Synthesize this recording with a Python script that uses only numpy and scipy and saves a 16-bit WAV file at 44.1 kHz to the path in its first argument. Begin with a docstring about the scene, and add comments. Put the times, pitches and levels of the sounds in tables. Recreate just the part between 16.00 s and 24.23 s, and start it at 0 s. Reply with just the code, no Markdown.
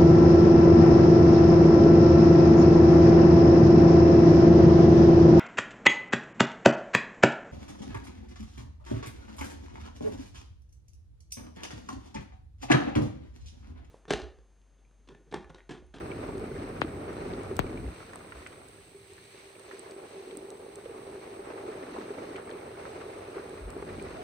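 """Heavy rain on a leafy yard, heard under a cover that drums hollowly, with a steady high hiss throughout.
From the start random impacts ring resonances, patter and wash; drops splat on leaves, drum and tick.
Two fat drops, at 0.8 s and 1.6 s, snap at the microphone and ring with diving pitch; low bumps shake it.
The downpour eases from about 2 s, then builds again; soft bumps return near the end.
The channels differ in phase and tone across the spectrum."""
import sys
import numpy as np
from scipy import signal
from scipy.fft import rfft, irfft, next_fast_len
from scipy.io import wavfile
from scipy.ndimage import map_coordinates

SR = 44100
rng = np.random.default_rng(int(sys.argv[2]) if len(sys.argv) > 2 else 0)


def to_wav(s):
    """Save 16-bit WAV."""
    ch = np.atleast_2d(s).T  # columns
    pcm = np.round(np.clip(ch, -1, 1) * 32767)  # PCM
    wavfile.write(sys.argv[1], SR, pcm.astype(np.int16))


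N = 362943

# the downpour holds, eases and builds again; the patter is trimmed further in its own function:
# (time [s], patter [dB], drumming of the cover [dB], bass [dB])
RAIN_LEVELS = [(0, -45.5, -46.5, -44), (0.45, -44.5, -46, -43.5), (1.2, -45, -43.5, -45.5),
               (1.85, -45.5, -44, -42.5), (1.98, -48, -60.5, -55), (2.45, -51.5, -57.5, -57.5),
               (2.68, -57.5, -59.5, -60), (2.95, -72.5, -53.5, -62), (3.45, -61, -55, -66.5),
               (3.85, -52.5, -49, -67.5), (4.45, -58.5, -45, -65), (4.9, -51.5, -45.5, -61),
               (5.8, -46.5, -43.5, -60), (6.6, -47, -45, -56.5), (7.45, -46.5, -43.5, -59),
               (7.66, -49, -49.5, -52), (7.95, -47, -44.5, -46), (8.23, -46.5, -49, -52)]
# the cover's resonances, the first swinging longest: (frequency [Hz], width [Hz], level [dB])
COVER_MODES = [(393.8, 22.5, 0.5), (438, 53, -3.5), (590, 91, -20.5), (777, 97, -18)]
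# the heaviest drops on the cover: (time [s], level [dB], pitch [Hz], t60 [s])
DRUM_HITS = [(0.189, -29, 431, 0.083), (0.288, -29, 394, 0.063), (0.345, -33, 398, 0.14),
             (0.378, -31, 366, 0.093), (0.413, -26, 435, 0.06), (0.439, -26, 408, 0.051),
             (0.512, -33, 397, 0.1), (0.553, -32.5, 394, 0.16), (0.586, -30, 273, .08),
             (0.846, -20, 307, 0.033), (1.214, -33, 405, 0.068), (1.334, -27, 395, 0.053),
             (1.512, -23.5, 381, 0.096), (1.642, -28, 392, .05), (1.753, -29.5, 273, 0.055),
             (2.784, -48, 400, 0.099), (2.946, -43, 399, 0.3), (3.099, -47, 403, 0.24),
             (3.345, -43.5, 399, .11), (3.453, -47, 390, 0.15), (3.734, -33, 394, 0.068),
             (3.964, -38, 380, 0.061), (4.205, -39, 427, 0.062), (4.299, -34, 420, 0.045),
             (4.352, -35, 345, 0.039), (4.373, -32, 300, 0.069), (4.785, -33, 389, 0.065),
             (4.858, -28, 487, 0.037), (4.895, -33.5, 460, 0.061), (4.984, -35, 427, 0.041),
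             (5.076, -33, 400, 0.048), (5.151, -30, 398, .04), (5.391, -34, 400, .09),
             (5.487, -32, 394, 0.038), (5.684, -27.5, 368, 0.061), (5.905, -34, 406, 0.055),
             (5.985, -26, 366, 0.045), (6.105, -24.5, 403, 0.041), (6.311, -26, 394, 0.055),
             (6.55, -32, 400, 0.098), (7.054, -29, 390, 0.07), (7.366, -26, 395, 0.075),
             (7.396, -28, 390, .07), (7.764, -26.5, 385, .075), (7.824, -25, 393, 0.05),
             (8.015, -28, 397, 0.057), (8.149, -35.5, 390, .06), (8.165, -41.5, 637, 0.22),
             (8.185, -39, 718, 0.25)]
# the loudest splats on near leaves: (time [s], level before trim [dB], pitch [Hz], spray t60 [s], leaf ring [dB])
LEAF_SPLATS = [(0.116, -39.5, 2310, 0.037, 8.5), (0.291, -31, 700, .05, -5), (1.335, -45, 3770, 0.072, 0),
               (1.642, -36, 900, .04, -2), (1.666, -45, 2320, 0.046, 10), (1.754, -37, 900, 0.022, 0),
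               (1.774, -43, 2360, 0.038, 11), (2.003, -44, 1350, .05, 2), (2.027, -42, 1360, 0.054, 2),
               (2.133, -38, 1450, 0.08, -8), (2.157, -41, 1200, .04, -2), (2.3212, -36.5, 1750, 0.07, -3),
               (2.357, -42, 1100, .05, -2), (2.425, -47, 1900, .04, 2), (2.4632, -35.5, 2060, 0.086, 4),
               (2.616, -47, 1190, .09, -8), (3.1796, -46, 1750, .07, -3), (3.295, -57, 2430, .04, 3),
               (3.38, -53, 2300, .04, 7), (3.5523, -51, 2350, .04, 3), (3.65, -54, 2030, .04, -2),
               (3.7113, -36, 1650, 0.092, -6), (4.259, -54, 1290, .06, -2), (4.31, -44.5, 3140, .04, -3),
               (4.855, -48, 2700, 0.044, 1), (4.983, -36, 900, .04, 0), (5.5748, -35, 1180, 0.1, 0),
               (5.834, -41, 1660, 0.05, -6), (5.9619, -33, 970, 0.22, -6), (6.012, -37.5, 1330, 0.08, -4),
               (6.358, -38, 2300, 0.15, -8), (6.3812, -34.5, 1220, 0.11, 4), (6.4926, -38, 1620, 0.091, -6),
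               (6.511, -43.5, 3080, .05, -8), (6.853, -33, 1300, 0.075, 0), (7.381, -39, 1350, 0.16, -1),
               (7.764, -34, 700, .04, -4), (7.8235, -36, 1210, 0.068, 0), (7.893, -38.5, 1590, 0.067, -9),
               (7.9968, -46, 2380, .05, 10)]
# the clearest tiny droplets: (time [s], level [dB], left over right [dB], low click against the fizz [dB])
DROPLET_TICKS = [(0.38, -51, -6, 1), (0.8132, -54.5, 6, 16), (1.433, -49, -10, -8), (1.5664, -36, -14, -10),
                 (2.157, -43, -18, -9), (2.471, -49, -20, -5), (2.685, -49.5, -14, -9), (3.12, -55, -8, 1),
                 (3.134, -48, -10, -11), (3.595, -46, -14, -8), (3.7936, -45.5, -21, -16),
                 (3.9098, -48, -1, 5), (4.371, -36.5, -10, -12), (4.503, -42, -5, -0.5),
                 (4.756, -40.5, -1, -5), (6.363, -54, 0, 7), (6.503, -54, 0, 6), (7.703, -43, -16, -8),
                 (8.025, -48, -13, -8)]
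# fat drops at the microphone: (time [s], level [dB], starting pitch [Hz], t60 before loss per cycle [s],
# ring left over right [dB], snap [dB], treble edge [Hz], lag of the right ring [s])
FAT_DROPS = [(0.8174, -11, 2780, 0.048, 7.5, -34, 3940, .0002),
             (1.592, -12.5, 1770, 0.19, 10, -16.5, 4370, 0.00058)]
# soft bumps on the microphone: (time [s], peak [dB], pitch [Hz], time from peak to 1/e [s])
MIC_BUMPS = [(1.631, -35, 45, 0.023), (1.875, -30.5, 62, 0.027), (2.379, -43, 65, 0.026),
             (7.631, -38, 62, 0.016), (7.673, -35, 50, 0.029)]
# low roar of the rain, spectrum: (frequency [Hz], relative level [dB])
RUMBLE_SPECTRUM = [(20, -51), (45, -2), (70, -2.5), (92, 3), (135, -2.5), (190, -5), (300, -34.5),
                   (700, -37), (3000, -120)]
# near patter, spectrum: (frequency [Hz], relative level [dB])
PATTER_SPECTRUM = [(150, -28.5), (300, -2.5), (480, 0), (600, 0), (850, -5), (1050, -3.5), (1300, -4.5),
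                   (1800, -10), (2400, -11.5), (3300, -23.5), (6000, -27.5), (12000, -89)]
# merged drops on far leaves, spectrum: (frequency [Hz], relative level [dB])
WASH_SPECTRUM = [(200, -26), (800, 1.5), (1400, -4), (1850, 0), (2300, 2), (3200, -4.5), (4200, -2),
                 (5200, -9.5), (6400, -8.5), (7500, -18), (10000, -22), (12500, -27.5), (16000, -39)]
# fizz of a droplet, spectrum: (frequency [Hz], relative level [dB])
FIZZ_SPECTRUM = [(1500, -28), (4000, -10), (6500, 1.5), (8600, 26), (11000, -4), (14500, -3), (16500, -14)]
# steady hiss shared by the channels, spectrum: (frequency [Hz], relative level [dB])
HISS_SPECTRUM = [(1000, -55), (5000, -34), (8000, -10.5), (11000, -28), (12500, -15), (14000, -5),
                 (15500, -6.5), (16100, -22)]
# brighter hiss band on the right, spectrum: (frequency [Hz], relative level [dB])
RIGHT_HISS_SPECTRUM = [(7000, -42), (7850, -78), (8000, 12), (8500, 5.5), (9300, 2.5), (10200, -9),
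                       (11000, -15.5), (13000, -55)]
# likeness of the channels, clipped to -1..1: (frequency [Hz], likeness [correlation])
CHANNEL_LIKENESS = [(100, 3.3), (380, 1), (600, 0.43), (1000, 0.45), (2000, 0), (3000, -0.14), (4100, 0.7),
                    (5000, 0.04), (6000, 0.25), (16000, 3)]
# phase between the channels: (frequency [Hz], lead of the left [rad])
CHANNEL_PHASE = [(0, 0), (340, 0), (400, -.2), (520, -.6), (1210, -5.7), (2200, -6.5), (3000, -9.4),
                 (16000, 31.3)]
# tone difference between the channels: (frequency [Hz], left over right [dB])
CHANNEL_TILT = [(350, 0.5), (420, -1.5), (520, -2.5), (800, 0), (1050, 1.5), (1500, -1), (2200, -3),
                (2750, 3.5), (3250, 4), (4000, 0.5), (16000, 1)]
# thud of the cover, spectrum: (frequency [Hz], relative level [dB])
THUD_SPECTRUM = [(90, -26), (170, -9), (230, 1), (280, 3), (340, 0.5), (450, -9), (700, -38), (2000, -61),
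                 (5000, -120)]
# sharp top of a hard droplet, spectrum: (frequency [Hz], relative level [dB])
SHARP_SPECTRUM = [(6000, -40), (11000, -16), (14500, 3), (16500, -14)]
# the bass narrows almost to mono for a while: (time [s], side against middle [dB])
BASS_WIDTH = [(0, -13), (3.5, -12), (4.6, -42), (5.3, -44), (6.6, -18), (8.23, -9)]
# low click of a droplet, spectrum: (frequency [Hz], relative level [dB])
CLICK_SPECTRUM = [(1500, -25), (3700, 11), (6500, 8), (9000, -5), (12000, -25)]
# first snap of a fat drop, spectrum: (frequency [Hz], relative level [dB])
SNAP_SPECTRUM = [(1000, -37), (4000, -25), (5500, -2), (6500, 13.5), (8000, 15), (10500, -14), (12500, -10),
                 (14300, 13), (16500, 1)]
# dull slap of the cover, spectrum: (frequency [Hz], relative level [dB])
SLAP_SPECTRUM = [(200, -33.5), (330, -8), (480, 3), (580, -2.5), (700, -6.5), (850, -6.5), (1200, -19),
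                 (3000, -62.5)]

TOP_HZ = 16600
# the cover's thud grows with bass and patter (dB at their mean levels, dB per dB of each)
THUD_DB, THUD_PER_BASS, THUD_PER_PATTER = -57.5, 0.98, 0.39
# a squall of drops makes it thud harder once (centre s, extra dB, time from peak to 1/e of that dB, s)
SQUALL_S, SQUALL_DB, SQUALL_LENGTH_S = 6, 11.5, 0.35
# the upper resonances fade when the patter eases (dB per dB of patter)
OVERTONES_PER_PATTER = 0.32
# slap over the mean of the patter and drumming levels (dB)
SLAP_DB = -5
# lesser splats: level over the patter (dB), scatter (dB), pitch (Hz), scatter (log pitch), t60 (s)
SPLAT_OVER_DB, SPLAT_SCATTER_DB, SPLAT_HZ, SPLAT_DETUNE, SPLAT_T60_S = 0, 1.2, 1400, .25, .03
# fainter droplets: level (dB), size scatter (dB), left over right (dB)
FAINT_TICK_DB, FAINT_TICK_SCATTER_DB, FAINT_TICK_PAN_DB = -49, 1.8, -4


def amp(db):
    """Decibels to gain."""
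    return 10 ** (np.asarray(db) / 20)


def unit(x):
    """x at rms 1."""
    return x / np.sqrt(np.mean(x ** 2) + 1e-20)


def along(points, hz):
    """(Hz, value) points read on a log frequency axis."""
    f, v = np.transpose(points)
    return np.interp(np.log(hz + 1), np.log(f + 1), v)


def wobble(rate):
    """A smooth random curve, rate knots a second."""
    knots = rng.standard_normal(int(N * rate / SR) + 4)
    return map_coordinates(knots, [np.arange(N) * rate / SR])


def filtered(x, response):
    """x times a complex response of frequency."""
    m = 2 * next_fast_len(N // 2 + SR // 4)
    return irfft(rfft(x, m) * response(np.fft.rfftfreq(m, 1 / SR)), m)[..., :N]


def coloured(x, spectrum):
    """x through a causal filter with the given spectrum, so that attacks stay sharp."""
    def response(hz):
        cepstrum = irfft(np.log(amp(along(spectrum, hz))))
        half = len(cepstrum) // 2
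        return np.exp(rfft(np.r_[cepstrum[0], 2 * cepstrum[1:half]], len(cepstrum)))
    return filtered(x, response)


def add(track, s, sound):
    """Mix a sound into a track at time s."""
    start = max(round(s * SR), 0)
    part = track[..., start:][..., :sound.shape[-1]]
    part += sound[..., :part.shape[-1]]


def panned(sound, pan_db):
    """A mono sound placed between left and right."""
    return sound * amp([[pan_db / 2], [-pan_db / 2]])


def spread(pair):
    """Two unrelated signals become one stereo field of rms 1, its likeness set by frequency."""
    def mid_and_side(hz):
        turn = np.arccos(np.clip(along(CHANNEL_LIKENESS, hz), -1, 1)) / 2
        return np.array([np.cos(turn), np.sin(turn)])
    mid, side = filtered(pair, mid_and_side)
    return unit(np.array([mid + side, mid - side]))


def noise_pair():
    """Two unrelated streams of white noise."""
    return rng.standard_normal((2, N))


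def impacts(rate, scatter_db):
    """Two streams of random impacts, rate a second in each, of uneven size."""
    falls = rng.random((2, N)) < rate / SR
    size = amp(scatter_db * np.clip(rng.standard_normal((2, N)), -2, 2))
    return unit(falls * size * rng.choice([-1, 1], (2, N)))


def rain_at(s):
    """Levels of patter, drumming and bass at time s, in dB."""
    times, *columns = np.transpose(RAIN_LEVELS)
    return [np.interp(s, times, c) for c in columns]


def stray_drops(count):
    """Rows of (time s, size, pitch) at random; size and pitch scatter about 0 with a spread of 1."""
    u = rng.random((count, 3))
    return np.column_stack([u[:, 0] * N / SR, np.sqrt(12) * (u[:, 1:] - .5)])


def downpour():
    """Drops rumble, thud, slap and drum on the cover, patter around it and wash the far leaves."""
    patter_db, drum_db, bass_db = rain_at(np.arange(N) / SR)
    follow_db = patter_db - np.mean(patter_db)
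    # the blows that ring the cover also give the patter and slap their edge
    hits = impacts(rate=320, scatter_db=2.5)
    # patter and slap come in the same clumps
    clumps_db = 1.2 * wobble(15) + 2.1 * wobble(60)
    slap_db = (patter_db + drum_db) / 2 + SLAP_DB + clumps_db
    cover = cover_drumming(hits, drum_db, follow_db) + cover_thud(bass_db, follow_db)
    near = rumble(bass_db) + patter(hits, patter_db + clumps_db) + slap(hits, slap_db)
    return cover + near + wash() + leaves(follow_db)


def cover_drumming(hits, drum_db, follow_db):
    """Blows excite the cover's resonances; the upper ones need hard rain."""
    def rung(modes):
        def response(f):
            # a soft cover passes little below and above its resonances
            soft = 1j * f / (400 + 1j * f) / (1 + 1j * f / 1500)
            return soft * sum(amp(db) * c * w / (c * c - f * f + 1j * f * w) for c, w, db in modes)
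        return filtered(hits, response)
    overtones = amp(OVERTONES_PER_PATTER * follow_db) * rung(COVER_MODES[1:])
    return amp(drum_db + 1.2 * wobble(5)) * spread(rung(COVER_MODES[:1]) + overtones)


def cover_thud(bass_db, follow_db):
    """Dense low impacts thud on the cover, harder during the squall."""
    thud_db = THUD_DB + THUD_PER_BASS * (bass_db - np.mean(bass_db)) + THUD_PER_PATTER * follow_db
    squall = np.exp(-((np.arange(N) / SR - SQUALL_S) / SQUALL_LENGTH_S) ** 2)
    level_db = thud_db + SQUALL_DB * squall + 1.0 * wobble(6.0)
    return amp(level_db) * spread(coloured(impacts(rate=700, scatter_db=3.0), THUD_SPECTRUM))


def rumble(bass_db):
    """Dense impacts merge into a bass roar of changing stereo width."""
    mid, side = unit(coloured(impacts(rate=1500, scatter_db=1.0), RUMBLE_SPECTRUM))
    width = amp(np.interp(np.arange(N) / SR, *np.transpose(BASS_WIDTH)))
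    return amp(bass_db) * np.array([mid + width * side, mid - width * side])


def patter(hits, level_db):
    """Distinct blows, dense drops and noise make the clumped near patter."""
    drops = amp(-10.5) * hits + impacts(rate=1500, scatter_db=0.5) + amp(-3.0) * noise_pair()
    return amp(level_db - 2.5) * spread(coloured(drops, PATTER_SPECTRUM))


def slap(hits, level_db):
    """Blows slap dully on the cover, midway between patter and drumming."""
    blows = hits + impacts(rate=600, scatter_db=2.5)
    return amp(level_db) * spread(coloured(blows, SLAP_SPECTRUM))


def wash(level_db=-58.5):
    """Far drops merge into noise that wavers but does not follow the near rain."""
    drops = noise_pair() + amp(-6.5) * impacts(rate=1100, scatter_db=16.0)
    return amp(level_db + 1.67 * wobble(7.0)) * spread(coloured(drops, WASH_SPECTRUM))


def leaves(follow_db, level_db=-64.0):
    """Many small leaf rings swell and ease with the patter."""
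    leaf_rings = plips(count=1500, pitch_hz=2150, cycles=4.5, scatter_db=4.0)
    return amp(level_db + 0.69 * follow_db) * leaf_rings


def plips(count, pitch_hz, cycles, scatter_db):
    """Stray drops ring single leaves for a few cycles, each with its own pitch, size and side."""
    track, t = np.zeros((2, N)), np.arange(SR // 30) / SR
    times = rng.random(count) * N / SR
    traits = np.clip(rng.standard_normal((count, 4)), -2, 2)
    for s, (pitch, life, size, side) in zip(times, traits):
        turns = pitch_hz * np.exp(.33 * pitch) * t
        ring = np.sin(2 * np.pi * turns) * np.exp(-turns / (cycles * 1.4 ** life))
        # higher rings are quieter
        add(track, s, panned(amp(scatter_db * size - 2.5 * pitch) * ring, 4 * side))
    return unit(track)


def hiss():
    """A steady high noise hiss in both channels, with a brighter band on the right."""
    both = amp(-74.0) * unit(coloured(rng.standard_normal(N), HISS_SPECTRUM))
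    right = amp(-58.5) * unit(coloured(rng.standard_normal(N), RIGHT_HISS_SPECTRUM))
    return np.array([both, both + right])


def splats(lesser_ring_db=0):
    """A drop bursts on a leaf: a sharp spat, then a short spray around the pitch at which it rings."""
    track, t = np.zeros((2, N)), np.arange(SR // 8) / SR
    lesser = []
    for s, size, pitch in stray_drops(count=18):
        db = rain_at(s)[0] + SPLAT_OVER_DB + SPLAT_SCATTER_DB * size
        lesser.append((s, db, SPLAT_HZ * np.exp(SPLAT_DETUNE * pitch), SPLAT_T60_S, lesser_ring_db))
    for s, db, hz, t60, ring_db in LEAF_SPLATS + lesser:
        leaf = signal.butter(3, [hz * .52, hz * 1.3], "band", fs=SR)
        spray = unit(signal.lfilter(*leaf, rng.standard_normal((2, len(t)))))
        ring = amp(ring_db) * np.sin(2 * np.pi * hz * t) * amp(-60 * t / .028)
        # a slower spray under a 12 ms spat
        burst = amp(-2 - 60 * t / t60) + amp(2 - 60 * t / .012)
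        attack = 1 - np.exp(-t / .0005)
        add(track, s, amp(db - 5.5) * attack * (spray * burst + ring))
    return track


def drums():
    """A heavy drop thuds on the cover and sets it swinging as a decaying sine."""
    track, t = np.zeros(N), np.arange(SR // 5) / SR
    thud = unit(coloured(rng.standard_normal(N), PATTER_SPECTRUM))
    for s, db, hz, t60 in DRUM_HITS:
        swing = np.sin(2 * np.pi * hz * t) * amp(-60 * t / t60)
        noise = np.roll(thud, -round(s * SR))[:len(t)]
        contact = amp(-15.0) * noise * amp(-60 * t / 0.032)
        attack = 1 - np.exp(-t / 0.0011)
        add(track, s, amp(db) * attack * (swing + contact))
    return track


def ticks():
    """Droplets click close by within a few milliseconds; the harder the droplet, the sharper its top."""
    track, t = np.zeros((2, N)), np.arange(SR // 50) / SR
    colours = (FIZZ_SPECTRUM, SHARP_SPECTRUM, CLICK_SPECTRUM)
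    fizz, top, click = [unit(coloured(rng.standard_normal(N), colour)) for colour in colours]
    age = t / 0.00057
    faint = [(s, FAINT_TICK_DB + FAINT_TICK_SCATTER_DB * size, FAINT_TICK_PAN_DB, -6)
             for s, size, _ in stray_drops(count=6)]
    for s, db, pan_db, click_db in DROPLET_TICKS + faint:
        blend = fizz + amp(0.88 * (db + 22)) * top + amp(click_db) * click
        noise = np.roll(blend, -round(s * SR))[:len(t)]
        add(track, s, panned(amp(db) * noise * age ** 2 * np.exp(-age), pan_db))
    return track


def taps(loss_per_cycle_db=3.0):
    """A fat drop snaps, with a short band of grainy noise dying away; its ring dives in pitch."""
    track, t = np.zeros((2, N)), np.arange(SR // 10) / SR
    for s, db, hz, t60, pan_db, snap_db, edge_hz, lag_s in FAT_DROPS:
        age = np.maximum(t - np.array([[0], [lag_s]]), 0)
        # each cycle lasts about twice as long as the one before
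        cycles = 1.3 * np.log1p(hz * age / 1.3)
        ring = -np.sin(2 * np.pi * cycles) * amp(-60 * age / t60 - loss_per_cycle_db * cycles)
        grains = impacts(rate=2500, scatter_db=4)[:, :len(t)]
        noise_band = unit(signal.lfilter(*signal.butter(1, [900, 3000], "band", fs=SR), grains))
        noise_tail = noise_band * amp(-21 - 60 * t / .08)
        # water is soft: little but the first snap reaches above the edge
        soften = signal.butter(5, min(edge_hz, SR / 3), fs=SR)
        body = signal.lfilter(*soften, panned(ring, pan_db) + noise_tail)
        crack = unit(coloured(rng.standard_normal(N), SNAP_SPECTRUM))[-len(t):]
        snap = amp(snap_db - 60 * t / 0.0035) * crack
        add(track, s, amp(db) * (body + snap))
    return track


def bumps():
    """Soft low thuds: cosines a few cycles long under a bell-shaped swell."""
    track, t = np.zeros(N), np.arange(N) / SR
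    for s, db, hz, length in MIC_BUMPS:
        swell = np.exp(-((t - s) / length) ** 2)
        track += amp(db) * swell * np.cos(2 * np.pi * hz * (t - s))
    return track


def scene():
    """Phase and tone differ between the channels for all but the ticks and taps, which set their own."""
    def sides(hz):
        phase = np.interp(hz, *np.transpose(CHANNEL_PHASE))
        half = amp(along(CHANNEL_TILT, hz) / 2) * np.exp(.5j * phase)
        return np.array([half, 1 / half])
    around = downpour() + hiss() + splats() + drums() + bumps()
    return filtered(around, sides) + ticks() + taps()


def record(dry):
    """Nothing is kept above the band limit."""
    return filtered(dry, lambda hz: hz < TOP_HZ)


dry = scene()
out = record(dry)
to_wav(out)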